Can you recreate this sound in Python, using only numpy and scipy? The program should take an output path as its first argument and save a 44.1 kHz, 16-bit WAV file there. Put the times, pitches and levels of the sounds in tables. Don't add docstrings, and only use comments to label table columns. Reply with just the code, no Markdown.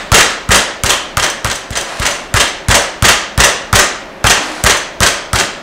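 import sys
import numpy as np
from scipy import signal
from scipy.fft import rfft, irfft, next_fast_len
from scipy.io import wavfile
from scipy.ndimage import uniform_filter1d, map_coordinates

SR = 44100
rng = np.random.default_rng(int(sys.argv[2]) if len(sys.argv) > 2 else 0)


def linear_from_db(decibels):
    return 10 ** (np.asarray(decibels, float) / 20)


def transcribe(u):
    v = np.clip(np.atleast_2d(u).T, -1, 1)
    q = np.round(v * 32767).astype(np.int16)
    wavfile.write(sys.argv[1], SR, q)


N = 247840
CLOCK = np.arange(N) / SR

# [t/s, film slap peak level/dB, board knock level/dB, table thump level/dB, under-shelf ring level/dB]
MALLET_BLOWS = [(0.1172, 3, 0, -8, -17.5), (0.4893, -12, -10, -9.5, -11), (0.835, 0, -7.5, -14.5, -16),
                (1.1697, 0.5, -4, -13, -33), (1.445, -5, -4.5, -14, -30), (1.705, -15, -28, -17.5, -27),
                (1.9972, -9.5, -20, -14, -41), (2.3395, -3.5, -2, -8, -34), (2.6839, -1.5, -7.5, -8.5, -25),
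                (3.023, 0, -8, -7.5, -19.5), (3.3767, -3, -6.5, -8.5, -17.5), (3.7278, 0.5, -0.5, -8, -15),
                (4.2411, -6.5, 1.5, -9, -17), (4.638, 4, -6.5, -10.5, -16.5), (5.004, -0.5, -8, -10.5, -13),
                (5.331, -2.5, -6, -12, -17.5)]
# [f/Hz, level/dB, t60/s, direction]
TABLE_TOP_SWINGS = [(54.3, -9, 0.21, -0.84), (105.7, -6, 0.081, 1), (123.5, -18, 0.16, 0.57),
                    (232.5, -13, 0.089, -0.67)]
# [f/Hz, width/Hz, level/dB]
BOARD_MODES = [(543, 130, -6), (960, 430, -7), (1284, 182, 2), (1680, 1070, -10)]
# [f/Hz, level/dB]
SLAP_COLOUR = [(300, -29), (1500, -3), (4000, -2), (8000, 1), (12000, -8.5), (16000, -17), (20000, -21)]

# [second landing t/s, first landing level/dB, second landing level/dB,
# body minus treble level/dB, bowls level/dB]
WARE_HOPS = [(0.177, 3, 2, -0.5, -9), (0.5454, 2.5, 2.5, -0.5, -21), (0.894, -7.5, 1.5, -0.5, -12),
             (1.226, -12.5, -1, 1, -7), (1.5, -15.5, -6.5, 1.5, -9), (1.7553, -26, -4, 0.5, -11),
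             (2.054, -13, -2.5, 1.5, -7.5), (2.3985, -1.5, 1.5, 1, -4), (2.744, 0, 3.5, -0.5, -6),
             (3.0837, 0.5, 4, 0, -2), (3.437, 0.5, 3.5, -0.5, -1), (3.789, 2, 3.5, -0.5, -10),
             (4.2984, -1, 3, 0.5, -1), (4.696, -2, 1.5, 1, -6), (5.064, 0.5, 1.5, -1, -12),
             (5.387, -5.5, -1.5, 0.5, -9)]
# [t/s, rattle level/dB, body minus treble level/dB, bowls level/dB]
LATE_REBOUNDS = [(0.209, -1.5, 0, -30), (0.252, -25, 1, -40), (0.304, -16, 1, -40), (0.586, -8.5, -6, -40),
                 (0.934, -11.5, -2, -40), (1.264, -14, 0, -40), (1.301, -16.5, -9, -14),
                 (1.555, -12.5, -17, -14), (1.812, -14.5, -4, -13.5), (2.109, -11.5, -7, -9),
                 (2.1514, -27, 4, -25), (2.428, -16, -1, -40), (2.477, -25, -7, -14), (2.799, -21, 5, -40),
                 (2.8185, -25, -9, -10), (2.846, -23, -6, -40), (3.5014, -16, -1, -12),
                 (3.8434, -24, -4, -16), (4.3724, -18, 7, -21), (4.77, -18, -14, -13),
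                 (5.1394, -26, 5, -23)]
# [f/Hz, width/Hz, level/dB]
WARE_MODES = [(388, 42, -4.5), (574.4, 12.3, 6), (690, 8.3, -6), (1054, 6.9, 1), (1235, 4.3, 0.5),
              (1450, 27, -10), (1622, 38, -8.5), (1790, 11, -1), (1903, 71, -8), (2770, 61, 3),
              (3120, 14, -2.5), (3200, 46, 1.5), (4090, 30, -16), (6800, 46, -12)]
# [f/Hz, level/dB]
BODY_COLOUR = [(120, -10), (250, -10), (500, -3.5), (1000, -0.5), (1800, 0.5), (3000, -6.5), (4500, -9),
               (8000, -37)]
TREBLE_COLOUR = [(1500, -55), (3000, 2.5), (4500, -2.5), (6500, 1.5), (8500, -2), (11000, -26),
                 (16000, -52)]
TOP_COLOUR = [(6000, -32), (9500, 4.5), (11000, -1.5), (13000, -8.5), (16000, -13), (20000, -21)]
# [f/Hz, level/dB, t60/s]
BOWL_NOTES = [(5100, -11, .04), (5960, 1, 0.073), (6160, 2, 0.11), (6340, -19, 0.052), (8160, 1, 0.033),
              (8340, -1.5, 0.023), (13600, -11, 0.045)]

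# [t/s, hold/s, level/dB]
FILM_STROKES = [
    (1.776, 0.29, -24),
    (4.322, 0.18, -22),
]
# [f/Hz, level/dB per Hz]
RUSTLE_COLOUR = [(290, -42), (500, -3.5), (659, -2), (1210, -3.5), (2570, -8), (3290, -12), (4030, -11),
                 (9220, -20), (16000, -46)]
# [f/Hz, hold/s, level/dB]
PAN_NOTES = [(309, 0.223, -31.5), (259, 0.091, -37)]

# [f/Hz, t60/s]
ROOM_DECAY = [(100, 0.19), (500, 0.58), (2000, 0.6), (5000, 0.52), (9000, 0.34), (12000, 0.22),
              (15000, 0.22)]
# [f/Hz, level/dB per Hz]
FAN_COLOUR = [(15, -42), (25, -1), (108, -16), (157, -10), (190, -7.5), (285, -7.5), (373, -4.5),
              (489, -12), (531, -3.5), (624, -4.5), (775, -8.5), (2220, -16), (16000, -50)]


def mallet():
    s, slap_db, knock_db, thump_db, shelf_db = np.transpose(MALLET_BLOWS)
    slap = bursts(s + 0.00064, slap_db - 4, rise=0.00042, fall=0.014)
    slap = slap + bursts(s + 0.0089, slap_db - 12.5, rise=0.0053, fall=0.019)
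    push = bursts(s + 0.0017, knock_db + 16, rise=0.0042, fall=0.022)
    push = push + bursts(s + 0.01, knock_db + 10.0, rise=0.0092, fall=0.075)
    knock = filtered(push * rng.standard_normal(N), modes(BOARD_MODES))

    thump, t = np.zeros(N + SR), np.arange(SR // 2) / SR
    soft = (1 - np.exp(-t / 0.0017)) ** 2
    for k in range(len(s)):
        swing = np.zeros(len(t))
        for hz, db, t60, way in TABLE_TOP_SWINGS:
            level_db = db + rng.normal(0, 1) - 60 * t / t60
            swing += way * linear_from_db(level_db) * np.sin(2 * np.pi * hz * t)
        shelf = -linear_from_db(shelf_db[k] - 4.0 - 60 * t / 0.37) * np.sin(2 * np.pi * 194 * t)
        thump[round(s[k] * SR):][:len(t)] += linear_from_db(thump_db[k] + 11) * (swing + shelf) * soft
    return knock + slap * noise(SLAP_COLOUR, spiky_db=4), thump[:N]


def ware():
    (at, hit_db, low_db, high_db), (s, db, body_db, top_db) = contacts()
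    body = bursts(s, db + body_db - 6.0, rise=0.046, fall=0.12)
    body = body + bursts(at, hit_db + low_db - 11.0, rise=0.006, fall=0.079)
    treble = bursts(s, db - 6.5, rise=0.033, fall=0.05)
    treble = treble + bursts(at, hit_db - 11.5, rise=0.0066, fall=0.088)
    top = bursts(s, db + top_db + 2.5, rise=0.016, fall=0.034)
    top = top + bursts(at, hit_db + high_db - 9.5, rise=0.0031, fall=0.045)

    grit = unit(linear_from_db(1.36 * wobble(250) + 3.24 * wobble(1500)))
    rattle = body * noise(BODY_COLOUR)
    rattle = rattle + treble * noise(TREBLE_COLOUR, spiky_db=3)
    rattle = grit * (rattle + top * noise(TOP_COLOUR, spiky_db=-9))
    return rattle + linear_from_db(6.0) * filtered(rattle, modes(WARE_MODES))


def contacts():
    lift_s, first_s = 0.0176, 0.027
    blow = np.transpose(MALLET_BLOWS)[0]
    second, first_db, second_db, body_db, _ = np.transpose(WARE_HOPS)
    late, late_db, late_body_db, _ = np.transpose(LATE_REBOUNDS)
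    n, m = len(blow), len(late)

    touch_s = np.r_[blow + lift_s, blow + first_s, second]
    touch_db = np.r_[0.45 * first_db - 7.5, first_db, second_db]
    touch_body_db = np.repeat([3, -7, -2.5], n) + np.r_[body_db, body_db, body_db]
    touch_top_db = np.repeat([-26, -16, -19], n)

    peak_s = np.r_[blow + first_s + 0.002, blow + 0.0697, late]
    peak_db = np.r_[first_db - 4, second_db - 6.5, late_db]
    tilt_db = np.r_[body_db, body_db, late_body_db]
    peak_body_db = np.repeat([2.5, 0.4, 0.4], [n, n, m]) + tilt_db
    peak_top_db = np.repeat([-13, -13.5, -19.5], [n, n, m]) - 0.3 * tilt_db
    return (touch_s, touch_db, touch_body_db, touch_top_db), (peak_s, peak_db, peak_body_db, peak_top_db)


def bowls():
    chink_s = 0.0675
    touches = [(blow[0] + chink_s, hop[-1]) for blow, hop in zip(MALLET_BLOWS, WARE_HOPS)]
    touches += [(row[0], row[-1]) for row in LATE_REBOUNDS]
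    out, t = np.zeros(N + SR), np.arange(SR // 4) / SR
    for s, db in touches:
        ring = np.zeros(len(t))
        for hz, note_db, t60 in BOWL_NOTES:
            level_db = note_db + rng.normal(0, 1.3) - 60 * t / t60
            ring += linear_from_db(level_db) * np.sin(2 * np.pi * hz * t)
        out[round(s * SR):][:len(t)] += linear_from_db(db - 9.0) * ring
    return out[:N] * unit(1.3 + wobble(250))


def hand():
    strokes, pan = np.zeros(N), np.zeros(N)
    for s, hold, db in FILM_STROKES:
        strokes += curve(s, rise=0.11, hold=hold, fall=0.16, db=db, sag_db=4)
    for hz, hold, db in PAN_NOTES:
        note = np.sqrt(2) * np.sin(2 * np.pi * hz * CLOCK + 0.75 * wobble(30)) * linear_from_db(3.4 * wobble(45))
        pan += curve(4.36, rise=0.037, hold=hold, fall=0.071, db=db, sag_db=2.5) * note
    return strokes * noise(RUSTLE_COLOUR, spiky_db=5.5) + pan


def wash(x):
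    framing = dict(nperseg=512, noverlap=384)
    hz, t, z = signal.stft(x, SR, **framing)
    keep = linear_from_db(-120 * t[1] / along(ROOM_DECAY, hz))
    energy = uniform_filter1d(np.abs(z) ** 2, size=3, axis=0)
    held = np.abs([signal.lfilter([0, 0, 0, 1 - k], [1, -k], p) for k, p in zip(keep, energy)])
    air = signal.stft(rng.standard_normal(N), SR, **framing)[2]
    air = air / np.sqrt(np.mean(np.abs(air) ** 2))
    return signal.istft(np.sqrt(held) * air, SR, **framing)[1][:N]


def kitchen(x):
    later_blows = np.transpose(MALLET_BLOWS)[0, 1:]
    edges = np.r_[0, np.round(later_blows * SR).astype(int) - SR // 100, N]
    out = np.zeros(N + 2 * SR)
    for a, b in zip(edges[:-1], edges[1:]):
        hz, t, z = signal.stft(rng.standard_normal(SR), SR, nperseg=256)
        decay = linear_from_db(-60 * t / along(ROOM_DECAY, hz)[:, None])
        tail = signal.istft(z * decay, SR, nperseg=256)[1]
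        wet = signal.fftconvolve(x[a:b], tail / np.linalg.norm(tail))
        out[a + SR // 200:][:len(wet)] += wet
    return out[:N]


def earlier():
    low = linear_from_db(-22.5 - 104 * CLOCK) * noise(BODY_COLOUR)
    return low + linear_from_db(-34 - 120 * CLOCK) * noise(TREBLE_COLOUR)


def fans():
    return linear_from_db(-30.5) * noise(FAN_COLOUR)


def unit(x):
    return x / np.sqrt(np.mean(x ** 2) + 1e-20)


def along(points, hz):
    f, v = np.transpose(points)
    return np.interp(np.log(hz + 1), np.log(f + 1), v)


def curve(start, rise, hold, fall, db, sag_db):
    s = np.cumsum([start, rise, hold, fall])
    return linear_from_db(np.interp(CLOCK, s, [db - 32, db, db - sag_db, db - sag_db - 18], -120, -120))


def filtered(x, response):
    m = next_fast_len(N + SR // 2)
    return irfft(rfft(x, m) * response(np.fft.rfftfreq(m, 1 / SR)), m)[..., :N]


def modes(rows):
    def response(f):
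        total = 0
        for k, (centre, width, db) in enumerate(rows):
            damping = 1j * f * width
            total = total + (-1) ** k * linear_from_db(db) * damping / (centre * centre - f * f + damping)
        return total
    return response


def noise(spectrum, spiky_db=0):
    clicks = rng.standard_normal(N) * linear_from_db(spiky_db * rng.standard_normal(N))
    return unit(filtered(clicks, lambda hz: linear_from_db(along(spectrum, hz))))


def bursts(times, dbs, rise, fall):
    u = np.arange(-SR // 10, SR // 5) / SR
    shape = linear_from_db(np.where(u < 0, 60 * u / rise, -60 * u / fall))
    marks = np.bincount(np.round(times * SR).astype(int), linear_from_db(dbs), N)
    return np.abs(signal.fftconvolve(marks, shape)[SR // 10:][:N])


def wobble(rate):
    knots = rng.standard_normal(int(N * rate / SR) + 4)
    return map_coordinates(knots, [np.arange(N) * rate / SR])


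def scene():
    blows, thump = mallet()
    clatter, china = ware(), bowls()
    room = kitchen(linear_from_db(-16.0) * blows + linear_from_db(-5.5) * thump + linear_from_db(-13) * clatter)
    room = room + linear_from_db(-3.5) * wash(clatter + linear_from_db(-4) * china)
    near = blows + thump + clatter + china + hand()
    return (near + room + earlier() + fans())[None]


def roll_off(x):
    return signal.sosfilt(signal.butter(12, 16330, fs=SR, output="sos"), x)


def record(dry):
    clipped = dry / (1 + np.abs(dry / 0.99) ** 12) ** (1 / 12)
    mix = filtered(clipped, lambda hz: linear_from_db(-np.clip((hz - 15740) / 3, 0, 50)))
    return roll_off(mix)


dry = scene()
out = record(dry)
transcribe(out)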